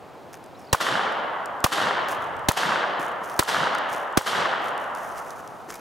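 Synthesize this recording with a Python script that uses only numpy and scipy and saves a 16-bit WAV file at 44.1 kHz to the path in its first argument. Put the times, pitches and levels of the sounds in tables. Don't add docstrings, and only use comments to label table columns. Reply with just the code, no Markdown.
import sys
import numpy as np
from scipy import signal
from scipy.fft import rfft, irfft, next_fast_len
from scipy.io import wavfile
from scipy.ndimage import uniform_filter1d

SR = 44100
rng = np.random.default_rng(int(sys.argv[2]) if len(sys.argv) > 2 else 0)


def unload_wav(signal):
    wavfile.write(
        sys.argv[1],
        SR,
        np.round(np.clip(np.atleast_2d(signal).T, -1, 1) * 32767).astype(np.int16),
    )


N = 256088
SOUND_M_PER_S = 343
ECHO_LEAD_S = .003

# frequency in Hz, relative spectral level in dB.
FRICTION_SPECTRUM = [(300, -1), (1500, 10), (2500, 2), (4000, -6.5), (6200, 2), (8000, -4), (10000, -2),
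                     (14000, -7.5), (16000, -11)]
# frequency in Hz, side level against mid in dB.
DIFFUSE_WIDTH = [(60, 18), (130, 6), (300, -12.5), (1000, -7.5), (2400, -8), (4400, -14.5), (8000, -31.5),
                 (14000, -1)]


def amp(db):
    return 10 ** (np.asarray(db) / 20)


def unit_rms(x):
    return x / np.sqrt(np.mean(x ** 2) + 1e-20)


def clock(seconds):
    return np.arange(int(seconds * SR)) / SR


def add(mix, start_s, sound):
    part = mix[:, max(round(start_s * SR), 0):][:, :sound.shape[-1]]
    part += sound[..., :part.shape[1]]


def curve_at(points, hz):
    knots_hz, values = np.transpose(points)
    return np.interp(np.log(hz + 1), np.log(knots_hz + 1), values)


def colour(x, spectrum):
    size = next_fast_len(x.shape[-1] + 1024)
    gain = amp(curve_at(spectrum, np.fft.rfftfreq(size, 1 / SR)))
    return irfft(rfft(x, size) * gain, size)[..., :x.shape[-1]]


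def band(x, low_hz, high_hz, order=2):
    edges_hz = [low_hz, min(high_hz, SR / 2 - 500)]
    return signal.sosfilt(signal.butter(order, edges_hz, "band", fs=SR, output="sos"), x)


def spread(pair, width):
    mid, side = pair[0], colour(pair[1], width)
    return np.array([mid + side, mid - side])


def noise(samples, spectrum, width):
    return colour(spread(rng.standard_normal((2, samples)), width), spectrum)


def snap(hz, fade_s):
    t = clock(.02)
    wave = band(rng.standard_normal(len(t)) * np.exp(-t / fade_s), hz * .72, hz * 1.83)
    return wave / abs(wave).max()


def wind(buffet_db=-61.5, gust_db=13, gust_at_s=2.34, gust_width_s=.33, lump_db=3):
    # frequency in Hz, spectral level in dB.
    rush_spectrum = [(25, -72), (70, -46.5), (140, -35.5), (350, -31.5), (750, -29.5), (1200, -36.5),
                     (2000, -46.5), (3200, -51.5), (6000, -59.5), (10000, -65.5), (16000, -67.5)]
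    # frequency in Hz, side level against mid in dB.
    rush_width = [(60, 12), (200, -5), (500, -11.5), (4000, -11.5), (15000, -58)]
    t = np.arange(N) / SR
    lumps = unit_rms(band(rng.standard_normal(N), 8.2, 29, order=1))
    gust = np.exp(-((t - gust_at_s) / gust_width_s) ** 2)
    buffet = unit_rms(band(rng.standard_normal((2, N)), 82, 130, order=1))
    buffet *= amp(buffet_db + gust_db * gust + lump_db * lumps)
    return noise(N, rush_spectrum, rush_width) + buffet


def clothes(rustle_db=-86, growth_db_per_s=4.3, arms_db=-50, arms_at_s=4.95, fold_db=2, crackle_db=3):
    t = np.arange(N) / SR
    folds = unit_rms(band(rng.standard_normal(N), 5.6, 20, order=1))
    crackle = unit_rms(uniform_filter1d(rng.standard_normal(N), size=60))
    since = np.maximum(t - arms_at_s, 0)
    arms = np.minimum(since / .02, 1) / (1 + (since / .43) ** 6)
    motion = amp(rustle_db + growth_db_per_s * t) + amp(arms_db) * arms
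    texture = amp(fold_db * folds + crackle_db * crackle)
    return noise(N, FRICTION_SPECTRUM, DIFFUSE_WIDTH) * motion * texture


def footsteps(grains_per_s=1000, crumble_s=.0002, sand=.25, width=.033, stone_hz=6000, stone_db=-41):
    # start in seconds, drag length in seconds, grit in dB, footfall in dB.
    steps = [(.326, .029, -43, -66), (0.582, 0.064, -54, -64), (2.079, 0.063, -36.5, -59),
             (2.201, 0.071, -52, -56), (2.991, 0.082, -44, -31), (3.21, 0.29, -45.5, -42),
             (3.884, 0.11, -42, -57), (4.617, .076, -47.5, -57), (4.79, 0.091, -51.5, -64),
             (5.681, 0.083, -41, -33.5)]
    # start in seconds, relative level in dB.
    pebbles = [(0.4614, -43), (1.1238, -36), (1.458, -26.5), (1.604, -36), (2.9963, -31), (3.7494, -25.5),
               (3.784, -25.5), (3.963, -32), (4.6838, -32.5), (4.778, -33.5), (4.9498, -28), (5.1826, -30),
               (5.3063, -27.5), (5.476, -32), (5.7557, -32)]
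    out = np.zeros((2, N))
    t = clock(.4)
    for start, length, grit_db, footfall_db in steps:
        sizes = amp(4.8 * np.minimum(rng.exponential(1, len(t)), 4))
        grains = sizes * (rng.random(len(t)) < grains_per_s / SR)
        crumbs = signal.lfilter([1], [1, -np.exp(-1 / (crumble_s * SR))], grains)
        crunch = rng.standard_normal((2, len(t))) * (crumbs + sand)
        mid, side = unit_rms(colour(crunch, FRICTION_SPECTRUM))
        drag = np.minimum(t / (.15 * length), 1) / (1 + (t / length) ** 4)
        add(out, start, amp(grit_db) * drag * np.array([mid + width * side, mid - width * side]))
        thud = unit_rms(band(rng.standard_normal(len(t)), 150, 380))
        add(out, start, amp(footfall_db) * thud * np.minimum(t / .005, 1) * np.exp(-t / .016))
        for flight_s, offset_db in zip(rng.uniform(0, .25, 2), rng.normal(0, 2, 2)):
            add(out, start + flight_s, amp(stone_db + offset_db) * snap(stone_hz, fade_s=.0017))
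    for start, db in pebbles:
        add(out, start, amp(db - 1) * snap(stone_hz * rng.uniform(.93, .94), fade_s=.0016))
    return out


def bird(chips=8, chip_s=.016, sweep=.16):
    # time in seconds, pitch in Hz, level in dB.
    contour = [(.547, 4150, -51), (.57, 5800, -57), (.617, 5500, -58), (.713, 4300, -46)]
    times, pitches, levels = np.transpose(contour)
    out = np.zeros((2, N))
    progress = clock(chip_s) / chip_s
    for start in np.linspace(times[0], times[-1], chips):
        hz = np.interp(start, times, pitches) * (1 - sweep * (1 - progress) ** 2)
        envelope = amp(np.interp(start, times, levels)) * np.sin(np.pi * progress)
        add(out, start, envelope * np.sin(2 * np.pi * np.cumsum(hz) / SR))
    return out


def blast(punch_db, punch_hz, thump_db, scatter_db, hold_s=.0073, thump_hz=115, ceiling=.75):
    # frequency in Hz, relative spectral level in dB.
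    crack_spectrum = [(40, -15), (130, -9), (300, -5), (600, -1), (1200, -2), (2400, -9.5), (4000, -7.5),
                      (6200, -7.5), (11000, -13), (16000, -22)]
    # frequency in Hz, side level against mid in dB.
    crack_width = [(60, -10), (160, -6), (350, 0), (800, -1), (3000, -4), (5500, -18), (15000, -13)]
    # frequency in Hz, relative spectral level in dB.
    ground_spectrum = [(50, -17), (200, -29), (500, 1.5), (1200, -3.5), (2400, -10), (6000, -22),
                       (12000, -32.5), (16000, -17)]
    t = clock(.11)
    burst = 1 / (1 + (t / hold_s) ** 12)
    gas_rasp = amp(-11) * np.exp(-np.maximum(t - hold_s, 0) / .014)
    crack = amp(-3.5) * noise(len(t), crack_spectrum, crack_width) * np.maximum(burst, gas_rasp)
    from_punch = t - .0035
    phase = 2 * np.pi * punch_hz * from_punch
    ports = np.array([amp(-6) * np.sin(phase), np.cos(phase)])
    punch = amp(punch_db) * ports * np.exp(-(from_punch / .0025) ** 2)
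    since_thump = np.maximum(t - .00424, 0)
    thump = -amp(thump_db) * np.sin(2 * np.pi * thump_hz * since_thump) * np.exp(-since_thump / .003)
    scatter = amp(scatter_db) * noise(len(t), ground_spectrum, DIFFUSE_WIDTH) * np.exp(-t / .016)
    pressure = (crack + punch + thump + scatter) * np.minimum(t / .001, 1)
    return band(ceiling * np.tanh(pressure / ceiling), 48, 21000, order=1)


def round_trip(metres):
    return 2 * metres / SOUND_M_PER_S


def echo(hz, width_s, roughness, fade_s=.002):
    t = clock(.02) - ECHO_LEAD_S
    phase = 2 * np.pi * hz * rng.uniform(.85, 1.15) * t + rng.uniform(0, 2 * np.pi)
    swing = np.exp(-(t / width_s) ** 2) * np.cos(phase)
    scatter = rng.standard_normal(len(t)) * np.exp(-abs(t) / fade_s) * (t > 0)
    trail = band(scatter, hz * .55, hz * 1.5, order=4)
    return swing + roughness * trail / abs(trail).max()


def target_board(out, shot_s, back_m, smack_db, first_range_m=3.29, bullet_m_per_s=242):
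    range_m = first_range_m + back_m
    slap = amp(-2.5 - 1.8 * back_m) * echo(hz=1150, width_s=.0008, roughness=.45)
    add(out, shot_s + round_trip(range_m) - ECHO_LEAD_S, slap)
    hit_s = shot_s + range_m / bullet_m_per_s
    add(out, hit_s + range_m / SOUND_M_PER_S, amp(smack_db) * snap(hz=7450, fade_s=.00056))


def big_trunks(out, shot_s, back_m):
    # distance at the first shot in metres, fraction of his retreat that adds
    # to it, level in dB, left minus right in dB.
    trunks = [(13.27, .72, -12, 4.5), (14.35, .93, -11, 2), (23.87, 1, -8.5, 0), (27.3, 1, -9, 0),
              (33.9, .95, -12.5, -4), (38.85, 1, -8.5, -3), (45.72, .85, -10.5, 5), (58.03, .85, -14.5, 3),
              (59.56, .89, -11, 2)]
    for first_range_m, share, db, pan_db in trunks:
        delay_s = round_trip(first_range_m + share * back_m)
        gains = amp(db + np.array([[pan_db], [-pan_db]]) / 2)
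        add(out, shot_s + delay_s - ECHO_LEAD_S, gains * echo(hz=1300, width_s=.0005, roughness=.4))


def forest_roar(trunks_per_s=2500, trunk_share=.32, treeline_s=.07, hold_s=1, fade_db_per_s=21.5):
    # frequency in Hz, relative spectral level in dB.
    roar_spectrum = [(50, -85), (100, -36.5), (170, -23), (330, -19), (600, -14.5), (1200, -13.5),
                     (1750, -15.5), (2430, -24), (3000, -16.5), (5300, -21.5), (9000, -25.5), (12500, -26),
                     (16000, -41)]
    # frequency in Hz, loss in dB per second.
    absorption = [(150, 16.7), (330, 14.1), (650, 0.11), (1200, 2.15), (2000, 11.2), (3100, 23.3),
                  (5300, 58.3), (9000, 89), (14000, 134)]
    t = clock(2.4)
    trunks = rng.standard_normal((2, len(t))) * (rng.random(len(t)) < trunks_per_s / SR)
    foliage = rng.standard_normal((2, len(t)))
    echoes = np.sqrt(trunk_share) * unit_rms(trunks) + np.sqrt(1 - trunk_share) * foliage
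    clumps_db = unit_rms(uniform_filter1d(rng.standard_normal(len(t)), size=300)) * np.exp(-t / .45)
    echoes = spread(echoes * amp(clumps_db), DIFFUSE_WIDTH)
    hz, delay_s, spectra = signal.stft(echoes, SR, nperseg=512, noverlap=384)
    loss_db = curve_at(absorption, hz)[:, None] * delay_s
    _, darkened = signal.istft(spectra * amp(-loss_db), SR, nperseg=512, noverlap=384)
    attack_db = np.interp(t - treeline_s, [0, .013, .033], [-10, 6.5, 2])
    release_db = fade_db_per_s * (np.hypot(t, hold_s) - hold_s)
    return colour(darkened[:, :len(t)], roar_spectrum) * amp(attack_db - release_db)


def far_bank(db=-39, delay_s=.2, width_s=.055):
    t = clock(.5)
    rumble = unit_rms(band(rng.standard_normal(len(t)), 125, 225))
    return amp(db) * rumble * np.exp(-((t - delay_s) / width_s) ** 2)


def gunfire():
    # start in seconds, retreat since the first shot in metres, punch level in dB,
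    # punch frequency in Hz, thump level in dB, level of the bullet's smack in dB.
    shots = [(.7281, 0, -12, 540, -5.5, -18), (1.6406, .62, -15, 500, -5.5, -14),
             (2.4851, 1.58, -9, 290, -4.5, -9), (3.3914, 2.78, -8, 360, -10, -15),
             (4.1720, 3.64, -4, 300, -7, -17)]
    out = np.zeros((2, N))
    for start, back_m, punch_db, punch_hz, thump_db, smack_db in shots:
        add(out, start, blast(punch_db, punch_hz, thump_db, scatter_db=-1.5 - .66 * back_m))
        target_board(out, start, back_m, smack_db)
        big_trunks(out, start, back_m)
        extra_delay_s = round_trip(.7 * back_m)
        add(out, start + extra_delay_s, forest_roar())
        add(out, start + extra_delay_s, far_bank())
    return out


def scene():
    return gunfire() + footsteps() + bird() + wind() + clothes()


def record(dry, threshold_db=-20, slope=.95, lag_s=.014, recovery_db_per_s=45, cutoff_hz=15950):
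    power = signal.lfilter(np.ones(400) / 400, [1], (dry ** 2).mean(0))
    level_db = 10 * np.log10(power + 1e-12)
    recovery_db = np.arange(N) * recovery_db_per_s / SR
    held_db = np.maximum.accumulate(level_db + recovery_db) - recovery_db
    excess_db = np.maximum(held_db - threshold_db, 0)
    pole = np.exp(-1 / (lag_s * SR))
    ducked = dry * amp(-slope * signal.lfilter([1 - pole], [1, -pole], excess_db))
    low_pass = signal.firwin(301, cutoff_hz, window=("kaiser", 8), fs=SR)
    return signal.oaconvolve(ducked, low_pass[None], "same")


dry = scene()
out = record(dry)
unload_wav(out)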